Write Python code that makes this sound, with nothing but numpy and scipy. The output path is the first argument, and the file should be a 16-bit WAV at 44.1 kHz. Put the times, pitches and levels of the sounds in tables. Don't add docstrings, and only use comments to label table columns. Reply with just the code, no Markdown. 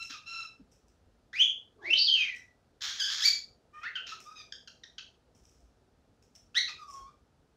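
import sys
import numpy as np
from scipy import signal
from scipy.fft import rfft, irfft, next_fast_len
from scipy.io import wavfile
from scipy.ndimage import uniform_filter1d

SR = 44100
rng = np.random.default_rng(int(sys.argv[2]) if len(sys.argv) > 2 else 0)


def file_out(sig):
    cols = np.atleast_2d(sig).T
    lim = np.clip(cols, -1, 1)
    pcm = np.round(lim * 32767).astype(np.int16)
    wavfile.write(sys.argv[1], SR, pcm)


N = 333396
TIME = np.arange(N) / SR
TOP_HZ = 15650


def undb(db):
    return 10 ** (np.asarray(db) / 20)


def unit(x):
    return x / np.sqrt(np.mean(x ** 2))


def lookup(points, hz):
    f, value = np.transpose(points)
    return np.interp(np.log(np.maximum(hz, 1)), np.log(f), value)


def noise(colour):
    size = next_fast_len(N, True)
    gains = undb(lookup(colour, np.fft.rfftfreq(size, 1 / SR)))
    return unit(irfft(rfft(rng.standard_normal(size)) * gains, size)[:N])


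def wobble(size, hz):
    lowpass = signal.butter(2, min(hz, SR / 4), fs=SR, output="sos")
    return unit(signal.sosfilt(lowpass, rng.standard_normal(size + SR // 4)))[-size:]


def envelope(start, length, attack_s, release_s):
    at = np.flatnonzero((TIME >= start) & (TIME < start + length))
    t = TIME[at] - start
    return at, t, np.clip(t / attack_s, 0, 1) * np.clip((length - t) / release_s, 0, 1)


def curves(rows):
    times, *columns = np.transpose(rows)
    at = np.flatnonzero((TIME >= times[0]) & (TIME <= times[-1]))
    fade = signal.windows.tukey(len(at), min(1, 256 / len(at)))
    return at, fade, [np.interp(TIME[at], times, column) for column in columns]


def stretches(rows, at, ramp_s=0.0029):
    return sum(depth * np.clip(np.minimum(TIME[at] - start, end - TIME[at]) / ramp_s, 0, 1)
               for start, end, depth in rows)


# f/Hz, level/dB
THROAT = [(600, -36), (1000, -16), (1350, -8), (1800, -6), (2200, -6), (2700, 0), (3300, 0), (4000, -3),
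          (4700, 0), (5500, -2), (6600, -8), (7800, -25), (9300, -33), (11700, -25), (15000, -27)]
def syrinx(hz, overtone_db, slope_db, doubling):
    harmonic = np.arange(1, 11)[:, None]
    membrane_db = np.where(harmonic > 1, overtone_db - slope_db * (harmonic - 2), 0)
    throat_db = lookup(THROAT, harmonic * uniform_filter1d(hz, size=64))
    gains = undb(membrane_db + throat_db) * (harmonic * hz < TOP_HZ)
    phase = 2 * np.pi * np.cumsum(hz) / SR
    tone = np.sum(gains * np.cos(harmonic * phase), axis=0) / np.sqrt(np.sum(gains ** 2, axis=0) / 2)
    return tone + doubling * (np.cos(1.5 * phase) + np.cos(2.5 * phase) / 2)


# f/Hz, level/dB
TURBULENCE = [(290, -61), (500, -33.5), (766, -40.5), (883, -31.5), (1210, -10), (1330, -9.5), (1450, -10),
              (1630, -2), (1770, -6), (2840, -17.5), (3370, 0.5), (4290, -4.5), (6570, -7.5), (8490, -30.5),
              (15000, -29.5)]
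# start t/s, end t/s, depth/share of the pitch
FLUTTER = [(1.942, 1.995, .095), (1.992, 2.074, .042), (2.81, 2.99, .06), (3.24, 3.254, .06),
           (3.263, 3.3, .04)]
# start t/s, end t/s, depth/0-1
DOUBLING = [(2.17, 2.25, .16), (3.73, 3.87, .45), (4.37, 4.42, .15)]
def voice(at, hz, overtone_db, slope_db, rough, turbulence, jitter=.07, waver=.04, shimmer=0.61):
    rough, size = np.clip(rough, 0, 1), len(at)
    shake = rough * (jitter * wobble(size, hz=849) + waver * wobble(size, hz=143))
    shake += stretches(FLUTTER, at) * wobble(size, hz=500)
    tone = syrinx(hz * (1 + shake), overtone_db, slope_db, stretches(DOUBLING, at))
    rasp = 0.88 * rough ** 1.5
    sound = np.sqrt(1 - rasp ** 2) * tone + rasp * turbulence[at]
    return sound * (1 + shimmer * rough * wobble(size, hz=400)) / np.sqrt(1 + (shimmer * rough) ** 2)


# f/Hz, level/dB
SOFT_HISS = [(1000, -24), (2700, -8), (4500, -19.5), (5400, 3), (6700, -7.5), (8000, -9), (10000, -18),
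             (15000, -23)]
# t/s, length/s, start f/Hz, end f/Hz, level/dB,
# start overtones/dB, end overtones/dB, drop per overtone/dB, roughness/0-1
HUMS = [(-.012, 0.0656, 1344, 1358, -41.5, -12.5, 25, 3.5, 0.13),
        (0.124, 0.042, 1301, 1264, -42.5, 3, -23, 4.5, 0.27),
        (0.256, 0.2065, 1362, 1341, -43.5, 5, -12, 2.5, .2),
        (3.726, 0.128, 1218, 1245, -52, -18.5, -12, 25.5, 0.23),
        (4.114, 0.029, 1273, 1410, -35, -22, -47, 8, 0.25),
        (4.248, 0.1, 1204, 1285, -49.5, -21.5, -27.5, 0.5, 0.18),
        (4.343, 0.089, 1290, 1173, -50, -16, 9.5, 1, 0.29),
        (6.672, 0.042, 1324, 1271, -40.5, 4.5, -12, 4.5, 0.61),
        (6.778, 0.0764, 1306, 1136, -48, -28, -30, -1, 0.1),
        (6.876, 0.041, 1166, 1116, -46.5, -40, -38, 12, 0),
        (6.919, 0.12, 1101, 1098, -47, -43.5, -33, 1.5, 0.1),
        (7.055, .06, 1133, 1240, -58, -12, -31, 4, 0.2)]
def hums(air_db=-19, sag=0.04):
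    out, turbulence, air = np.zeros(N), noise(TURBULENCE), undb(air_db) * noise(SOFT_HISS)
    waver = 0.034 * wobble(N, hz=25)
    for start, length, from_hz, to_hz, db, from_db, to_db, slope_db, rough in HUMS:
        at, t, effort = envelope(start, length, attack_s=0.022, release_s=0.02)
        hz = np.interp(t, [0, length], [from_hz, to_hz]) * (1 - sag * (1 - effort) + rough * waver[at])
        overtone_db = np.interp(t, [0, length], [from_db, to_db])
        out[at] += undb(db) * effort * (voice(at, hz, overtone_db, slope_db, rough, turbulence) + air[at])
    return out


# t/s, level/dB, rise/s, decay/s
RUSTLES = [(0, -54, 0.031, 0.039), (0.71, -60, 0.014, 0.02), (.875, -69, 0.0096, 0.011),
           (2.335, -57.5, 0.03, 0.012), (4.189, -58.5, 0.03, 0.031), (5.345, -67, 0.011, 0.033),
           (5.42, -68, 0.031, 0.12), (6.221, -68.5, 0.0044, 0.029), (6.349, -55.5, 0.0052, 0.012),
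           (6.864, -55.5, 0.05, 0.043)]
def rustles(grain_db=5.5):
    swell = np.zeros(N)
    for start, db, rise, decay in RUSTLES:
        t = TIME - start
        swell += undb(db) * np.clip(t / rise, 0, 1) * np.exp(-np.maximum(t - rise, 0) / decay)
    return swell * noise(SOFT_HISS) * undb(grain_db * wobble(N, hz=200))


# f/Hz, level/dB
HOUSE_NOISE = [(15, -34), (25, -3), (59, -7), (172, -14), (207, -16), (231, -11.5), (344, -19.5),
               (427, -16), (604, -19.5), (790, -20), (1150, -27), (1240, -22.5), (2130, -32), (4750, -33),
               (10000, -43), (15000, -53)]
# t/s, level/dB
HOLLOW_RUSH = [(0, -79.5), (2.7, -78.5), (4.15, -70.5), (5.6, -74), (6.3, -80), (7.0, -66), (7.5, -104)]
def house(steady_db=-64, lowest_hz=44, patchy_db=4):
    highpass = signal.butter(6, lowest_hz, "high", fs=SR, output="sos")
    steady = signal.sosfilt(highpass, noise(HOUSE_NOISE))
    rush = sum(noise([(hz / 2, -60), (hz, 0), (2 * hz, -60)]) * undb(patchy_db * wobble(N, hz=5.6))
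               for hz in (380, 490, 660))
    rush_db = np.interp(TIME, *np.transpose(HOLLOW_RUSH))
    return undb(steady_db) * unit(steady) + undb(rush_db) * unit(rush)


# t/s, length/s, f/Hz, level/dB, roughness/0-1
RASPS = [(0.097, 0.056, 1335, -39.5, 0.79), (4.066, 0.094, 1321, -45, 0.83)]
def rasps(overtone_db=0, slope_db=2.5):
    out, turbulence = np.zeros(N), noise(TURBULENCE)
    for start, length, hz, db, rough in RASPS:
        at, _, effort = envelope(start, length, attack_s=0.0031, release_s=0.062)
        out[at] += undb(db) * effort * voice(at, hz, overtone_db, slope_db, rough, turbulence)
    return out


# t/s, f/Hz, level/dB, decay/s
BUMPS = [(0.101, 276, -49, 0.0058), (0.595, 272, -47.5, 0.0072), (0.613, 200, -49.5, 0.0059),
         (1.066, 80, -53, 0.0083), (5.442, 60.5, -62, 0.055), (5.619, 54.64, -55.5, 0.027),
         (7.009, 52.86, -51, 0.016)]
def bumps():
    out = np.zeros(N)
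    for start, hz, db, decay in BUMPS:
        t = np.maximum(TIME - start, 0)
        out += undb(db) * 2 * t / decay * np.exp(-t / decay) * np.sin(2 * np.pi * hz * t)
    return out


# f/Hz, level/dB
BEAK_AIR = [(1000, -19.5), (2700, -11), (5400, 1), (7000, -4), (9000, -5), (11500, -11.5), (15000, -20.5)]
# t/s, length/s, start f/Hz, end f/Hz, end level before the throat's boost/dB,
# swell/dB, overtones/dB, drop per overtone/dB, end roughness/0-1, air/dB
RISING_WHISTLES = [(1.329, .111, 1668, 3606, -27.5, 17, -18, 15, 0, -27),
                   (3.831, 0.062, 1263, 2227, -37, 5, -23, 11, 0, -46),
                   (6.544, .049, 1384, 2288, -16.5, 27.5, 0, 12.5, 0.09, -24)]
def rising_whistles(throat_hz=3170, width_hz=310, boost_db=10, start_rough=0.49, waver=.04):
    out, turbulence, air = np.zeros(N), noise(TURBULENCE), noise(BEAK_AIR)
    for start, length, from_hz, to_hz, db, swell_db, overtone_db, slope_db, rough, air_db in RISING_WHISTLES:
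        at, t, fade = envelope(start, length, attack_s=0.0031, release_s=0.017)
        pressure = np.clip(t / length, 0, 1)
        slack = (1 - pressure) ** 1.5
        hz = from_hz + (to_hz - from_hz) * pressure
        hz *= 1 + waver * np.sqrt(slack) * wobble(len(at), hz=120)
        boost = undb(boost_db * np.exp(-((hz - throat_hz) / width_hz) ** 8))
        tone = voice(at, hz, overtone_db, slope_db, rough + start_rough * slack, turbulence)
        out[at] += fade * undb(db - swell_db * slack) * (boost * tone + undb(air_db) * air[at])
    return out


# t/s, f/Hz, level/dB
LOW_TONES = [
    [(1.75, 462, -65.5), (1.81, 390.5, -56.5), (1.87, 388.5, -51.5), (1.93, 280, -57), (1.945, 282.4, -69)],
    [(1.815, 827, -59.5), (1.87, 644, -54), (1.91, 620, -51.5), (1.94, 568, -66), (1.975, 603, -51),
     (2.02, 697, -73)],
    [(1.79, 1174, -58.5), (1.82, 1065, -65.5), (1.88, 997, -56)],
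]
def low_tones(waver=0.083):
    out = np.zeros(N)
    for rows in LOW_TONES:
        at, fade, (hz, db) = curves(rows)
        hz *= 1 + waver * wobble(len(at), hz=161.3)
        out[at] += fade * undb(db) * np.sin(2 * np.pi * np.cumsum(hz) / SR)
    return out


def long_call(rows, overtone_db, brighten, slope_db, air_db, unsteady_db=3.5):
    at, fade, (hz, db, rough) = curves(rows)
    tone = voice(at, hz, overtone_db + brighten * (db - np.mean(db)), slope_db, rough, noise(TURBULENCE))
    flicker_db = unsteady_db * np.sqrt(np.clip(rough * (1 - rough), 0, 1)) * wobble(len(at), hz=70)
    out = np.zeros(N)
    out[at] = fade * undb(db + flicker_db) * (tone + undb(air_db) * noise(BEAK_AIR)[at])
    return out


# t/s, f/Hz, level/dB, roughness/0-1
ARCHED_WHISTLE = [(1.805, 1587, -66.5, 0.54), (1.836, 1713, -52, 0.41), (1.858, 2076, -36, 0.21),
                  (1.895, 2450, -39.5, 0.25), (1.912, 2722, -23, 0.12), (1.927, 2683, -32.5, 0),
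                  (1.932, 2993, -21, 0.08), (1.94, 3050, -15.5, 0.11), (1.947, 3240, -37, 0.2),
                  (1.993, 4574, -27.5, .1), (2.06, 4610, -28.5, 0), (2.075, 3530, -31.5, 0.08),
                  (2.088, 3170, -21.5, 0.05), (2.114, 2934, -35.5, 0.06), (2.13, 3203, -20, 0),
                  (2.17, 2696, -35, 0.22), (2.215, 2482, -28.5, 0.15), (2.265, 2123, -44, 0.39),
                  (2.34, 1934, -46.5, 0.14), (2.47, 1997, -66.5, 0.3)]
def arched_whistle():
    return long_call(ARCHED_WHISTLE, overtone_db=-23.5, brighten=-.05, slope_db=12.5, air_db=-36)


# t/s, f/Hz, level/dB, roughness/0-1 (more counts as 1)
SCREECH = [(2.806, 1727, -51.5, 0.73), (2.822, 1677, -36, 1.11), (2.87, 1650, -39.5, 1.23),
           (2.99, 1653, -47.5, 1.02), (3.004, 1659, -28, 0.28), (3.026, 1514, -33, 0.05),
           (3.043, 1746, -32, 0.22), (3.07, 1584, -36.5, 0.43), (3.125, 1746, -35, 0.86),
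           (3.17, 1698, -42.5, 1.1), (3.218, 1661, -35.5, 0.75), (3.23, 1722, -28, 0.1),
           (3.251, 2236, -29, 0.56), (3.259, 2310, -17, 0.03), (3.268, 2271, -26.5, .45),
           (3.292, 2322, -27.5, 0.26), (3.305, 2333, -52, 0)]
def screech():
    return long_call(SCREECH, overtone_db=1.5, brighten=0.37, slope_db=1.2, air_db=-25.5)


# t/s, length/s, middle f/Hz, level/dB, overtones/dB, drop per overtone/dB, roughness/0-1
CLUCKS = [(3.954, 0.036, 1435, -32.5, 0, 19, 0.28), (4.5224, 0.0068, 1656, -31.5, -0.5, 0.5, 0.39),
          (4.674, .016, 1406, -43.5, -2.5, -1, 0.42), (4.8346, 0.0127, 1790, -41.5, -0.5, 3, 0.47),
          (4.981, 0.0202, 1449, -38.5, 5.5, 5, 0.63)]
def clucks(pitch_drop=0.254, beak_hz=9000):
    out, turbulence = np.zeros(N), noise(TURBULENCE)
    for start, length, hz, db, overtone_db, slope_db, rough in CLUCKS:
        at, t, effort = envelope(start, length, attack_s=0.002, release_s=length)
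        falling_hz = hz * (1 - pitch_drop * (t / length - .5))
        out[at] += undb(db) * effort ** 0.77 * voice(at, falling_hz, overtone_db, slope_db, rough, turbulence)
    return signal.sosfilt(signal.butter(2, beak_hz, fs=SR, output="sos"), out)


# f/Hz, time to fade by 60 dB/s
ROOM_RING = [(200, .26), (1500, .31), (3000, .335), (6000, .36), (14000, .3)]
def room(x, echo_db=-1, first_s=0.0023, build_s=0.0061, lumpy_db=3, lumpy_s=0.008):
    t, f = TIME[:SR], np.fft.rfftfreq(SR, 1 / SR)
    lumps = undb(lumpy_db * np.exp(-t / lumpy_s) * wobble(SR, hz=693.6))
    echoes = rfft(rng.standard_normal(SR) * lumps)
    tail = np.zeros(SR)
    for hz, ring_s in ROOM_RING:
        band = lookup([(centre, centre == hz) for centre, _ in ROOM_RING], f)
        tail += irfft(echoes * band, SR) * undb(-60 * (t / ring_s) ** 1.25)
    tail *= (t > first_s) * (1 - np.exp(-t / build_s))
    return x + undb(echo_db) * signal.fftconvolve(x, tail / np.sqrt(np.sum(tail ** 2)))[:N]


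def scene():
    calls = hums() + rasps() + rising_whistles() + arched_whistle() + screech() + clucks()
    bird = signal.sosfilt(signal.butter(4, 800, "high", fs=SR, output="sos"), calls)
    return (room(bird + rustles() + low_tones()) + house() + bumps())[None]


def record(dry, faint_db=-75, cut_db=-7):
    _, _, spectrum = signal.stft(dry, nperseg=512, noverlap=384)
    power = uniform_filter1d(np.abs(spectrum) ** 2, size=7, axis=-2)
    power = uniform_filter1d(power, size=3, axis=-1).clip(0)
    faintness = 1 - power / (power + undb(faint_db) ** 2)
    _, quieted = signal.istft(spectrum * undb(cut_db * faintness), nperseg=512, noverlap=384)
    return signal.sosfilt(signal.ellip(10, .2, 70, TOP_HZ, fs=SR, output="sos"), quieted[..., :N])


dry = scene()
out = record(dry)
file_out(out)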